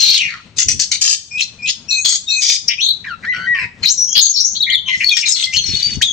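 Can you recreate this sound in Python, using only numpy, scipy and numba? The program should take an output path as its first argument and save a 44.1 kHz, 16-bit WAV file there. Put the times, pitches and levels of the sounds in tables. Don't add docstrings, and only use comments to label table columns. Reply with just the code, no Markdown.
import sys
import numpy as np
from scipy import signal
from scipy.fft import rfft, irfft, next_fast_len
from scipy.io import wavfile
from scipy.ndimage import uniform_filter1d
from numba import njit

SR = 44100
rng = np.random.default_rng(int(sys.argv[2]) if len(sys.argv) > 2 else 0)


def master(y):
    cut = np.clip(np.atleast_2d(y).T, -1, 1)
    pcm = np.round(cut * 32767)
    wavfile.write(sys.argv[1], SR, pcm.astype(np.int16))


N = 269892

LEAD_S = 0.02
CAGE_DB, CLEAR_CAGE_DB, CAGE_DECAY_S = 5.5, 2, 0.0017
BURST_ATTACK_S = 0.001
HELD_ATTACK_S, HELD_RELEASE_S = 0.0011, 0.0012


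def undb(db):
    return 10 ** (np.asarray(db) / 20)


def unit(x):
    return x / np.sqrt(np.mean(x ** 2) + 1e-18)


def pan(left_minus_right_db):
    return unit(undb(np.array([[left_minus_right_db], [-left_minus_right_db]]) / 2))


def add(out, start_s, x):
    first = min(int(start_s * SR), N)
    x = x[:, max(-first, 0):]
    first = max(first, 0)
    out[:, first:first + x.shape[1]] += x[:, :N - first]


def colour(x, points):
    hz, db = np.transpose(points)
    size = next_fast_len(x.shape[-1] + SR // 20)
    bins_hz = np.fft.rfftfreq(size, 1 / SR) + 1
    gain = undb(np.interp(np.log(bins_hz), np.log(hz), db))
    return irfft(rfft(x, size) * gain, size)[..., :x.shape[-1]]


def wander(cutoff_hz, count):
    sos = signal.butter(5, cutoff_hz, fs=SR, output="sos")
    noise = rng.standard_normal(max(count, SR // 2))
    return unit(signal.sosfilt(sos, noise))[:count]


def effort(length_s, swell_db, attack_s=0.0025, release_s=0.009):
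    count = min(int((length_s + 2 * LEAD_S) * SR), SR // 2)
    t = np.arange(count) / SR - LEAD_S
    progress = np.clip(t / length_s, 0, 1)
    opening = 1 / (1 + np.exp(-t / attack_s))
    closing = np.exp(-(np.maximum(t - length_s, 0) / release_s) ** 2)
    return progress, opening * closing * undb(swell_db * (progress - .5))


def syrinx(hz, loud, db, rough, paths):
    # pitch_hz, left_minus_right_db
    balance = [(1900, 4), (2300, 4), (3400, 6.5), (5200, 7.5), (7700, 10.5)]
    # frequency_hz, gain_db
    overtone_colour = [(2000, 2.5), (2900, 2.5), (3600, -8), (4500, 5.5), (5100, -4), (6000, -3),
                       (7600, -3), (9000, -19)]
    jitter = 0.001
    buzz_hz, buzz_width_hz, buzz_share = 65, 820, 2.4
    grain_hz, grain_db, shimmer_db = 130, 4.5, 0.22
    overtone_db, overtone_step_db, overtone_breath = -36, -9, 3.5

    n, rough = len(hz), np.clip(rough, 0, 1)
    pan_db = np.interp(np.average(hz, weights=loud ** 2), *np.transpose(balance))
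    hz = hz * (1 + jitter * wander(120, n))
    flutter_hz = buzz_hz + buzz_width_hz * np.mean(rough)
    flutter = 1 + buzz_share * rough * (wander(flutter_hz, n) + 1j * wander(flutter_hz, n))
    grain = undb((shimmer_db + grain_db * rough) * wander(grain_hz, n))
    phase = 2 * np.pi * np.cumsum(hz) / SR + np.angle(flutter)
    overtones = sum(undb(overtone_step_db * (k - 2)) * np.sin(k * phase) for k in range(2, 5))
    breath = 1 + overtone_breath * rough * wander(230, n)
    overtones = colour(unit(overtones * breath), overtone_colour)
    overtone_gain = undb(np.minimum(overtone_db - db, -14))
    voice = np.sin(phase) + overtone_gain * overtones
    tone = unit(np.abs(flutter) * grain * voice)
    return radiate(undb(db) * loud * tone, paths, pan_db)


def glides(rows, paths):
    sag = 0.18
    out = np.zeros((2, N))
    for start_s, length_s, start_hz, end_hz, db, swell_db, rough in rows:
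        u, loud = effort(length_s, swell_db)
        span = np.log(end_hz / start_hz)
        arc = 1 - (2 * u - 1) ** 2
        hz = start_hz * np.exp(span * u - sag * abs(span) * arc)
        add(out, start_s - LEAD_S, syrinx(hz, loud, db, rough, paths))
    return out


def buzzes(paths):
    # start_s, length_s, start_hz, end_hz, level_db, swell_db, roughness (clipped to 0-1)
    buzz_rows = [(0, 0.21, 2914, 2713, -18, 0, 0.39), (0, 0.26, 6104, 5880, -17.5, -21, 0.65),
                 (2.68, 0.0054, 5720, 5430, -3, 5, 1), (2.692, 0.043, 2880, 2900, -12, -5, 0.79),
                 (2.803, 0.048, 5810, 6430, -18, 3, 0.27), (2.812, 0.1, 3800, 3927, -6, 6.5, 0.35),
                 (3.045, 0.036, 2200, 1773, -30.5, -13, 0.73), (3.229, 0.023, 2150, 1744, -31, 11, 0.48),
                 (3.323, 0.057, 2780, 2770, -30, -3, 0.68), (3.548, 0.097, 2526, 2203, -19.5, -7.5, 0.68),
                 (4.151, 0.044, 3900, 4370, 2.5, 17, 1.37), (4.225, 0.043, 4380, 4120, -4, 3.5, 0.7),
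                 (4.212, 0.1, 6676, 6376, 0, -6.5, 0.44), (4.361, 0.036, 4277, 4280, -4.5, -11.5, 0.6),
                 (4.405, 0.023, 5840, 5750, -1.5, -16, 0.56), (4.448, 0.13, 6150, 6480, -15.5, -25.5, 0.54),
                 (4.554, 0.014, 3770, 3977, -7.5, -5.5, 0.49), (4.668, 0.077, 2162, 2068, -17.5, 2, 0.22),
                 (4.698, 0.025, 3560, 3846, -8.5, -4, 0.55), (4.777, 0.0097, 3400, 3180, -9.5, -14, 0.19),
                 (4.88, 0.086, 3223, 3060, -19, -16, 0.78), (5.006, 0.032, 2560, 2405, -13, -7.5, 0.54),
                 (5.12, 0.093, 6400, 5290, -13.5, -2, 0.47), (5.222, 0.02, 2800, 2500, -13, 0, 0.4),
                 (5.257, 0.036, 3900, 3864, -9, -5, 0.28), (5.29, 0.032, 7190, 7300, -4.5, -8.5, 0.75),
                 (5.32, 0.0097, 5440, 5330, -2, 3.5, 0.3), (5.345, 0.081, 4250, 3814, -12.5, -5, 0.4),
                 (5.531, 0.05, 2653, 3970, -13, 5.5, 0.45), (5.585, 0.038, 6610, 6010, -16, -7, 0.2),
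                 (5.585, 0.023, 3390, 3100, -12.5, -20.5, 0.48),
                 (5.652, 0.052, 6110, 5370, -16.5, -9, 0.48), (5.732, 0.014, 3500, 3600, -14, 3, 0.15),
                 (5.79, 0.022, 4210, 3870, -14, -4.5, 0.5), (6.014, 0.0083, 1667, 2830, -19.5, 2, 0.28),
                 (6.022, 0.0027, 3560, 3565, -2, 9, 0.32), (6.05, 0.068, 6790, 6450, -22, 3, 0.27)]
    return glides(buzz_rows, paths)


def clear_notes(paths):
    # start_s, length_s, start_hz, end_hz, level_db, swell_db
    whistles = [(0.195, 0.073, 2918, 2796, -13.5, -9), (2.275, 0.03, 3730, 3740, -12, 3.5),
                (2.784, 0.032, 2475, 3450, -14.5, 11), (3.07, 0.07, 1860, 1340, -25.5, -10.5),
                (3.337, 0.13, 1465, 1550, -27.5, 2), (3.548, 0.14, 1160, 956, -39, -12.5),
                (3.589, 0.052, 2680, 2540, -21.5, -2), (3.599, 0.068, 2116, 1876, -30, -6),
                (4.078, 0.078, 3170, 3344, -25.5, 18), (4.18, 0.031, 3460, 3680, -5.5, -4),
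                (4.604, 0.0092, 3820, 3845, -4.5, 5), (4.625, 0.022, 4434, 3397, -3.5, -5.5),
                (4.727, 0.027, 4480, 3450, -5, 9), (4.857, 0.026, 3058, 3160, -16.5, 8),
                (4.875, 0.024, 1058, 1020, -38, 1.5), (4.886, 0.063, 2130, 2034, -18, 12.5),
                (5.104, 0.04, 3960, 3170, -9, -7.5), (5.115, 0.023, 2490, 2422, -7, -8),
                (5.234, 0.036, 2560, 2347, -18.5, 3), (6.05, 0.055, 3685, 3344, -9, -7)]
    # after_start_s, length_s, start_hz, end_hz, level_db, swell_db, roughness (0-1)
    rise_and_chip = [(0, 0.095, 2414, 2643, -24.5, 19.5, 0.1), (0, 0.065, 5400, 5700, -37, -12, 0.2),
                     (0.01, 0.12, 7630, 7900, -46.5, -3, 0.15), (0.068, .035, 3500, 3200, -20, 10, 0.7),
                     (.108, 0.0089, 4020, 4030, -15.5, -1, 0.2)]
    # after_start_s, length_s, start_hz, end_hz, level_db, swell_db, roughness (0-1)
    chord = [(0.005, 0.12, 2627, 2510, -18, 2, 0.007), (0.002, .13, 5700, 5600, -27.5, -16, 0.12),
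             (0.01, 0.15, 6100, 6700, -22.5, 19, 0.17), (.025, 0.052, 4100, 4150, -8, 0.5, 0.34),
             (0.017, 0.15, 7200, 8400, -25, -5, 0.11)]
    # start_s, time_stretch
    rises = [(1.311, 1), (1.622, 0.57)]
    # start_s, time_stretch
    chords = [(1.886, 0.89), (2.284, .87)]
    whistle_rough = 0.11

    rows = [(*row, whistle_rough) for row in whistles]
    for voices, entries in ((rise_and_chip, rises), (chord, chords)):
        for start_s, stretch in entries:
            for after_s, length_s, *voice in voices:
                rows.append((start_s + after_s * stretch, length_s * stretch, *voice))
    return glides(rows, paths)


def slurs(paths):
    # time_s, pitch_hz, level_db, roughness (clipped to 0-1)
    fall = [(0, 4200, 4.5, 0), (.09, 4066, 5.5, 0.5), (.135, 4500, 3.5, 0.31), (.175, 3410, -4.5, 0.54),
            (.215, 2680, -5, 0.39), (.28, 2323, -19.5, 0.71), (.33, 1850, -29.5, 1.07),
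            (.41, 1342, -41, 0.38)]
    # time_s, pitch_hz, level_db, roughness (0-1)
    warble = [(3.242, 1500, -32, 0.45), (3.282, 1900, -18.5, 0.017), (3.303, 2050, -13, .02),
              (3.336, 1950, -17.5, 0.043), (3.361, 1880, -40, 0.45), (3.456, 1960, -43.5, 0.46),
              (3.472, 1900, -15, 0.031), (3.519, 1945, -7, 0.02), (3.554, 1850, -11, 0.038),
              (3.609, 1680, -37, 0.12)]
    # time_s, pitch_hz, level_db, roughness (0-1)
    sweep = [(3.833, 1850, -23.5, 0.61), (3.855, 2729, -18, 1), (3.864, 3950, 0, 0.19),
             (3.882, 4780, 0.5, 0.47), (3.909, 6487, 8, 0.25), (3.935, 6480, -4.5, 0.35),
             (3.952, 6030, -22, 1), (4.154, 6190, -15.5, 0.87)]
    smooth_s = 0.0046
    out = np.zeros((2, N))
    for gesture in (fall, warble, sweep):
        times_s, *controls = np.transpose(gesture)
        length_s = times_s[-1] - times_s[0]
        u, loud = effort(length_s, 0)
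        t = times_s[0] + u * length_s
        hz, db, rough = (uniform_filter1d(np.interp(t, times_s, c), int(smooth_s * SR)) for c in controls)
        add(out, times_s[0] - LEAD_S, syrinx(hz, loud, db, rough, paths))
    return out


def held_notes():
    # start_s, length_s, pitch_hz, level_db, swell_db
    held_rows = [(3.917, 0.0088, 7370, -6, 12), (3.978, 0.056, 5813, -4.5, 5),
                 (4.041, 0.064, 5813, -14, -16), (4.34, 0.074, 5510, -8.5, -3),
                 (5.061, 0.015, 4424, -4, 13), (5.087, 0.01, 4383, 0, -7), (1.589, 0.023, 2454, -37.5, 2),
                 (5.47, 0.049, 2070, -25.5, -10), (5.577, 0.062, 4296, -6, -4.5),
                 (5.681, 0.052, 4316, -13, 3.5), (5.767, 0.012, 4410, -9.5, -8),
                 (5.839, 0.033, 4620, -6, 6.5), (5.873, 0.063, 4486, -21.5, 19.5)]
    # start_s, pitch_hz, level_db
    pips = [(1.423, 4210, -4), (3.837, 4230, -3), (3.86, 3923, 9.5), (4.448, 5720, 4), (4.472, 5750, -4),
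            (4.635, 3850, -7.5), (4.754, 3530, 3.5), (5.044, 4420, 3), (5.094, 3437, 3.5),
            (5.112, 3500, -2), (5.438, 3335, -0.5), (5.568, 4280, 2), (5.752, 4400, -1), (5.83, 4590, 1),
            (6.038, 3900, -2.5)]
    pip_s, held_rough = 0.002, 0.01
    direct = np.ones((2, 1))
    pip_rows = [(start_s, pip_s, hz, db, 0) for start_s, hz, db in pips]
    out = np.zeros((2, N))
    for start_s, length_s, hz, db, swell_db in held_rows + pip_rows:
        u, loud = effort(length_s, swell_db, HELD_ATTACK_S, HELD_RELEASE_S)
        add(out, start_s - LEAD_S, syrinx(np.full(len(u), hz), loud, db, held_rough, direct))
    return out


def snaps(paths):
    # start_s, pitch_hz, level_db
    snap_rows = [(0.686, 7000, -5), (1.408, 2900, -7.5), (1.410, 5877, -10), (1.696, 4260, -4.5),
                 (4.741, 3993, -1.5), (5.19, 5160, -2.5), (5.399, 3450, -2.5), (5.426, 3360, -8),
                 (5.441, 4770, -3)]
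    snap_s, snap_rough = 0.00259, 0.16
    snap_fall = 0.3
    out = np.zeros((2, N))
    u, loud = effort(snap_s, 0, BURST_ATTACK_S / 2, HELD_RELEASE_S / 2)
    for start_s, centre_hz, db in snap_rows:
        hz = centre_hz * np.exp(snap_fall * (.5 - u))
        add(out, start_s - LEAD_S, syrinx(hz, loud, db, snap_rough, paths))
    return out


def rasps():
    # start_s, length_s, level_db, swell_db, centre_hz
    rasp_rows = [(0, 0.18, -6.5, 3, 4600), (0.569, 0.02, -25.5, -1, 5500), (0.585, 0.042, -4, -3.5, 5400),
                 (.685, 0.04, -4, -5.5, 5600), (0.795, 0.041, -5.5, -3, 5300), (0.916, 0.044, -9, -9, 5000),
                 (1.013, 0.13, -4, -3, 5300), (1.407, 0.027, -14.5, 0, 4700),
                 (1.673, 0.028, -13.5, 14.5, 3900), (2.048, 0.11, -5, -2.5, 5200),
                 (2.417, 0.14, -4.5, 0.5, 5200), (3.837, 0.056, -10, 1, 4000),
                 (4.881, 0.34, -25.5, 15, 5200), (5.168, 0.039, -10, -7.5, 4900),
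                 (5.261, 0.064, -11.5, -3.5, 5600), (5.359, 0.1, -16, -3.5, 4800),
                 (5.527, 0.043, -16, 6, 5200), (5.634, 0.32, -21.5, -2, 4265),
                 (6.017, 0.033, -13, -10, 5000)]
    # frequency_hz, gain_db
    rasp_colour = [(900, -29), (1500, -16.5), (1900, -8.5), (2400, -5), (3300, -0.5), (3950, -2.5),
                   (4400, 1.5), (5300, -0.5), (6500, 4), (7200, -3.5), (9000, -5.5)]
    swing, swing_hz = 0.28, 776.6
    drift, drift_hz = 0.1, 45.41
    air_db, pulse_db, pulse_hz = -4, 3.5, 190
    ease_attack_s, narrow_throat_db = 0.005, -9.5
    band_spacing_hz, band_db = 170, 3.5
    floor_echo_s, floor_echo_db = 0.0027, -5
    crack_db, crack_s, pan_db = 3, 0.008, 6
    out = np.zeros((2, N))
    for start_s, length_s, db, swell_db, centre_hz in rasp_rows:
        burst = np.clip(-swell_db / 2, 0, 1)
        attack_s = burst * BURST_ATTACK_S + (1 - burst) * ease_attack_s
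        u, loud = effort(length_s, swell_db, attack_s)
        n = len(u)
        hz = centre_hz * np.exp(swing * wander(swing_hz, n) + drift * wander(drift_hz, n))
        tone = unit(np.sin(2 * np.pi * np.cumsum(hz) / SR))
        source = tone + undb(air_db) * wander(SR / 4, n)
        source = colour(source * undb(pulse_db * wander(pulse_hz, n)), rasp_colour)
        source = colour(source, [(1500, (1 - burst) * narrow_throat_db), (2100, 0.013)])
        bands_hz = np.arange(1000, 9000, band_spacing_hz)
        bands_db = band_db * rng.standard_normal(len(bands_hz))
        source = colour(source, np.column_stack([bands_hz, bands_db]))
        delay = int(floor_echo_s * rng.uniform(.5, 2) * SR)
        source = source + undb(floor_echo_db) * np.roll(source, delay)
        crack = undb(burst * crack_db * np.exp(-u * length_s / crack_s))
        call = undb(db) * loud * crack * unit(source)
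        add(out, start_s - LEAD_S, radiate(call, cage(CAGE_DB), pan_db))
    return out


def radiate(call, paths, pan_db):
    ears = signal.fftconvolve(call[None], paths, axes=1)
    ear_norms = np.linalg.norm(ears, axis=1, keepdims=True)
    return pan(pan_db) * ears * np.linalg.norm(call) / ear_norms


def cage(scatter_db):
    t = np.arange(SR // 50) / SR
    scatter = rng.standard_normal((2, len(t))) ** 3
    direct = t == 0
    return direct + undb(scatter_db) * unit(scatter * np.exp(-t / CAGE_DECAY_S)) / np.sqrt(len(t))


def walls(x):
    # frequency_hz, gain_db
    wall_colour = [(1400, -2.5), (2600, -1.5), (3400, 3), (4400, 1.5), (6500, 1)]
    near_db, near_t60_s = -7, 0.19
    far_db, far_t60_s = -17, 0.52
    t = np.arange(SR) / SR
    echo = 0
    for db, t60_s in ((near_db, near_t60_s), (far_db, far_t60_s)):
        decay = np.exp(-np.log(1000) * t / t60_s)
        tail = rng.standard_normal((2, SR)) * decay * (t > .003)
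        echo = echo + undb(db) * unit(tail) / np.sqrt(SR)
    return signal.fftconvolve(colour(x, wall_colour), echo, axes=1)[:, :N]


def hops():
    # start_s, level_db, decay_s (twice the time to the peak)
    thumps = [(0.651, -26, 0.048), (0.724, -24, 0.041), (4.174, -20.5, 0.0017), (5.533, -32, 0.095),
              (5.684, -22.5, 0.019), (5.733, -20, 0.015), (5.857, -30, 0.087), (5.968, -16.5, 0.012)]
    dull = [(30, -21), (90, -2.0), (200, -12.5), (400, -22.5), (1000, -75.0), (8000, -98)]
    out = np.zeros((2, N))
    t = np.arange(SR // 4) / SR
    for start_s, db, decay_s in thumps:
        noise = rng.standard_normal(len(t)) + rng.standard_normal((2, len(t)))
        puff = colour(noise, dull)
        thump = unit(puff * t * np.exp(-2 * t / decay_s)) * np.sqrt(decay_s / t[-1])
        add(out, start_s, pan(12.7) * undb(db) * thump)
    return out


def yard():
    # frequency_hz, gain_db
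    yard_colour = [(25, -10.5), (90, 7), (210, 3.5), (310, -7.5), (600, -12.5), (1200, -15.5),
                   (3000, -19.5), (8000, -27.5)]
    # time_s, level_db
    rumble = [(0, -40.5), (1.202, -49), (3.103, -46.5), (3.599, -42.5), (3.901, -45.5), (5.602, -47.5),
              (6.12, -40)]
    times_s, levels_db = np.transpose(rumble)
    air = colour(rng.standard_normal(N) + 0.081 * rng.standard_normal((2, N)), yard_colour)
    level_db = np.interp(np.arange(N) / SR, times_s, levels_db) + 3 * wander(9, N)
    return pan(7.5) * unit(air) * undb(level_db)


def scene():
    # frequency_hz, gain_db
    radiation = [(400, -56.5), (900, -0.5), (1400, 0.5), (2100, 1.5), (2700, -2), (3300, -5.5),
                 (6500, -3.5)]
    scattered, clear = cage(CAGE_DB), cage(CLEAR_CAGE_DB)
    song = buzzes(scattered) + clear_notes(clear) + held_notes()
    song = song + snaps(clear) + slurs(clear) + rasps()
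    song = colour(song, radiation)
    return song + walls(song) + hops() + yard()


@njit
def follow(power, rise, fall):
    out, level = np.empty(len(power)), power[:400].mean()
    for i in range(len(power)):
        level += (power[i] - level) * (rise if power[i] > level else fall)
        out[i] = level
    return out


def record(dry):
    knee_db, attack_s, release_s, top_hz = -20.5, 0.012, 0.07, 15700
    power = follow(np.mean(dry ** 2, axis=0), 1 / (attack_s * SR), 1 / (release_s * SR))
    levelled = undb(2.5) * dry / np.sqrt(np.sqrt(1 + power / undb(knee_db) ** 2))
    heard = colour(levelled, [(6700, 1.5), (7100, 0), (8550, -1.5), (9050, -32.5), (15000, -38)])
    rounded = heard / (1 + np.abs(heard) ** 5) ** (1 / 5)
    lowpass = signal.ellip(8, .2, 70, top_hz, fs=SR, output="sos")
    return signal.sosfilt(lowpass, rounded)


dry = scene()
out = record(dry)
master(out)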